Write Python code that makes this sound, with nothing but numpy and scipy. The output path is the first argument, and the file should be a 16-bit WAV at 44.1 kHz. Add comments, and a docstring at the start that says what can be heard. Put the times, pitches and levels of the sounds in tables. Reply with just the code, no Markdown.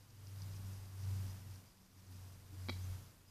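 """In a quiet room, a cat is stroked: its fur crackles faintly as hairs slip under the fingers.
Something plastic is knocked and clacks once; there are also soft handling bumps and faint high pips.
A low hum, probably a far engine heard through the walls, swells and fades as it slowly sinks in pitch.
Mains hum, rumble and hiss lie underneath. The recorder's expander (an automatic volume control)
turns quiet moments down, so the hiss rises and falls with the far hum."""
import sys
import numpy as np
from scipy import signal
from scipy.fft import rfft, irfft
from scipy.io import wavfile
from scipy.ndimage import uniform_filter1d

SR = 44100
rng = np.random.default_rng(int(sys.argv[2]) if len(sys.argv) > 2 else 0)


def wav_out(sig):
    """Save sig, one row per channel (or a flat mono array), as 16-bit PCM at SR to the path in sys.argv[1]."""
    wavfile.write(sys.argv[1], SR, np.round(np.clip(np.atleast_2d(sig).T, -1, 1) * 32767).astype(np.int16))


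N = 145530

# All levels apply before the expander turns them down.
# Bands where the fur crackles. Each row: centre in Hz, width in Hz, relative level in dB.
FUR_BANDS = [(4960, 450, -0.5), (5690, 690, -3), (6530, 360, -13.5)]
# Brushes of the fingers. Each row: time in seconds, boost to the crackle in dB.
BRUSHES = [(.54, 6.5), (.73, 1), (1.21, 2.5)]
# Single hairs snapping. Each row: start in seconds, level in dB.
SNAPS = [(0.2702, -49.5), (.406, -61), (0.4195, -47), (1.558, -57), (2.050, -59)]
# Knocks within the clack. Each row: time in seconds, strength in dB, length in seconds.
KNOCKS = [(2.6863, -1, 0.0001), (2.69, -14.5, 0.000088), (2.6943, 2.5, .0001), (2.69629, 2, 0.00028),
          (2.6978, 1, 0.000068)]
# Tones the plastic rings with. Each row: pitch in Hz, relative level in dB, seconds to fade by 60 dB.
PLASTIC_TONES = [(231.4, -35.5, 0.053), (344, -41.5, 0.052), (510, -47, 0.013), (860, -39.5, 0.0061),
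                 (1247, -39.5, 0.0064), (1700, -42.5, 0.0046), (2233, -42, 0.024), (2314, -43, 0.031),
                 (3300, -46, 0.071), (3950, -43.5, 0.043), (4114, -35, 0.0089), (4436, -41, 0.043),
                 (4940, -44.5, 0.019), (5500, -49, 0.012)]
# Soft handling bumps. Each row: time in seconds, pitch in Hz, level in dB.
BUMPS = [(1.45, 225, -61), (1.975, 290.6, -63), (2.105, 254, -60), (2.535, 299, -56.5), (2.91, 48, -52)]
# Faint high pips. Each row: time in seconds, pitch in Hz, level in dB.
PIPS = [(1.425, 5100, -69), (1.675, 4800, -66), (2.63, 4980, -71), (2.795, 4950, -69.5),
        (2.838, 6280, -64.5), (2.93, 5000, -71), (3.285, 4980, -63)]
# The far hum's swells. Each row: time in seconds, level in dB.
HUM_LEVEL = [(0.0, -59), (0.08, -57), (0.27, -47), (0.44, -44), (0.58, -46.5), (0.68, -44), (0.87, -49),
             (1.0, -43), (1.11, -39), (1.24, -43), (1.41, -51), (1.52, -45.5), (1.65, -56.5), (1.76, -67),
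             (1.9, -65.7), (1.97, -50.5), (2.02, -55), (2.12, -47.0), (2.25, -48), (2.42, -54.0),
             (2.56, -45.5), (2.74, -44), (2.92, -42.5), (3.04, -55.5), (3.14, -60), (3.3, -58)]
# The hum's faint octave, at twice its pitch. Each row: time in seconds, level in dB.
OCTAVE_LEVEL = [(.45, -87), (.6, -60.5), (.95, -69.5), (1.2, -60.5), (1.45, -69.5), (1.75, -63.5),
                (2.05, -65), (2.25, -77), (2.85, -62), (3.1, -76)]
# Room rumble and microphone hiss. Each row: frequency in Hz, level in dB per Hz.
NOISE_SPECTRUM = [(15, -85), (45, -77), (72, -84), (130, -79.5), (200, -86), (280, -88.5), (400, -94),
                  (680, -97), (950, -95.5), (2000, -101), (3400, -102.5), (8000, -104), (14500, -103.7)]


def fur(slips_per_s=900, spread_db=0.5, flicker_db=3, brush_s=0.033):
    """Hairs slip under the fingers: tiny clicks ring in flickering bands and swell at each brush."""
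    slips = (rng.random(N) < slips_per_s / SR) * rng.choice([-1, 1], N)
    slips = slips * undb(spread_db * np.minimum(rng.exponential(size=N), 4))
    crackle = 0
    for hz, width, db in FUR_BANDS:
        band = signal.lfilter(*signal.iirpeak(hz, hz / width, fs=SR), slips)
        crackle += undb(db + flicker_db * wander(50)) * band
    brush_db = sum(db * swell(at, brush_s) for at, db in BRUSHES)
    return undb(-68.5 + brush_db) * crackle / crackle.std()


def hair_snaps(decay_s=0.0013):
    """Single hairs snap against the fingers, each a tiny burst of bright noise."""
    out = 0
    for start, db in SNAPS:
        snap = cut(burst(start, decay_s), [4340, 5900], "band", order=3)
        out += undb(db) * snap / np.linalg.norm(snap) * np.sqrt(decay_s * SR)
    return out


def plastic_clack(scrape_db=-47):
    """A few quick knocks make a plastic object ring, and each one scrapes briefly."""
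    t = clock()
    ring = sum(undb(db - 60 * t / fade_s) * np.sin(2 * np.pi * hz * t)
               for hz, db, fade_s in PLASTIC_TONES)
    force, scrape = 0, 0
    for at, db, length in KNOCKS:
        push = np.exp(-np.pi * ((t - at) / length) ** 2)
        force += undb(db) * push / push.sum()
        scrape += undb(db + scrape_db) * burst(at, decay_s=0.002)
    clack = convolve(force, ring) + cut(scrape, 5300, "low", order=6)
    return cut(clack, [174, 6000], "band", order=3)


def room_echo(sound, delay_s=0.022, fade_s=0.25, echo_db=-9):
    """The room answers with a short, bright echo that falls 60 dB in fade_s."""
    tail = cut(burst(delay_s, fade_s / np.log(1000)), 3000, "high")
    return undb(echo_db) * convolve(sound, tail / np.linalg.norm(tail))


def far_hum(start_hz=97.8, sink_hz_per_s=2.05):
    """A low tone and its octave, probably a far engine, swell and fade as they sink in pitch."""
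    phase = 2 * np.pi * np.cumsum(start_hz - sink_hz_per_s * clock()) / SR
    low = undb(curve(HUM_LEVEL)) * np.sin(phase)
    octave = undb(curve(OCTAVE_LEVEL)) * np.sin(2 * phase)
    return np.sqrt(2) * (low + octave)


def soft_tones(rows, width_s, waver_hz=0):
    """Short tones swell and fade, their pitch unsteady by about waver_hz."""
    drift = np.cumsum(waver_hz * wander(800)) / SR
    return np.sqrt(2) * sum(undb(db) * swell(at, width_s) * np.sin(2 * np.pi * (hz * clock() + drift))
                            for at, hz, db in rows)


def mains_hum(hz=118.8, db=-63.5, waver_db=3):
    """Mains electricity hums at one pitch while its level wavers a little."""
    return np.sqrt(2) * undb(db + waver_db * wander(8.65)) * np.sin(2 * np.pi * hz * clock())


def rumble_and_hiss():
    """The room rumbles and the microphone hisses: steady noise, strongest in the bass."""
    hz, db = np.array(NOISE_SPECTRUM).T
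    freqs = np.maximum(np.fft.rfftfreq(N, 1 / SR), 1)
    gain = undb(np.interp(np.log(freqs), np.log(hz), db))
    return irfft(rfft(rng.standard_normal(N)) * gain, N) * np.sqrt(SR / 2)


def undb(db):
    """Turn decibels into a number to multiply by."""
    return 10 ** (np.asarray(db) / 20)


def clock():
    """The time of every sample, in seconds."""
    return np.arange(N) / SR


def curve(rows):
    """Join rows of time and value with straight lines."""
    return np.interp(clock(), *np.array(rows).T)


def swell(at, width_s):
    """A bell-shaped rise and fall around one moment."""
    return np.exp(-((clock() - at) / width_s) ** 2)


def wander(turns_per_s):
    """A smooth random wobble with a typical size of 1."""
    span = int(SR / turns_per_s)
    steps = np.repeat(rng.standard_normal(N // span + 1), span)
    smooth = uniform_filter1d(uniform_filter1d(steps, span), span)[:N]
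    return smooth / smooth.std()


def cut(sound, hz, keep, order=2):
    """Keep the lows, the highs or a band; a higher order cuts more sharply."""
    return signal.sosfilt(signal.butter(order, hz, keep, fs=SR, output="sos"), sound)


def convolve(sound, response):
    """Let every sample of a sound set off a ring or an echo."""
    return signal.fftconvolve(sound, response)[:N]


def burst(start, decay_s):
    """Noise that starts at once and dies away."""
    age = clock() - start
    return (age >= 0) * np.exp(-np.abs(age) / decay_s) * rng.standard_normal(N)


def scene():
    """Add up everything that reaches the one microphone."""
    faint_low_tone = soft_tones([(0.48, 156, -62)], width_s=0.2)  # seconds, Hz, dB
    pips = soft_tones(PIPS, width_s=0.015, waver_hz=140)
    bumps = soft_tones(BUMPS, width_s=0.019)
    background = far_hum() + faint_low_tone + mains_hum() + rumble_and_hiss()
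    stroking = fur() + hair_snaps()
    clack = plastic_clack()
    return (stroking + clack + room_echo(clack) + bumps + pips + background)[None]


def record(dry):
    """The expander follows the level and turns quiet moments down; the highest treble is cut."""
    threshold_db, react_s, top_hz = -41.5, 0.054, 14560
    expansion = 0.88  # dB turned down for each dB below the threshold
    step = 1 / (react_s * SR)
    start_power = np.mean(dry[:, :SR // 20] ** 2, axis=1, keepdims=True)
    power = signal.lfilter([step], [1, step - 1], dry ** 2, zi=start_power)[0]  # running average
    gain = np.minimum(np.sqrt(power) / undb(threshold_db), 1) ** expansion
    treble_cut = signal.ellip(12, .1, 70, top_hz, fs=SR, output="sos")
    return signal.sosfilt(treble_cut, dry * gain)


dry = scene()
out = record(dry)
wav_out(out)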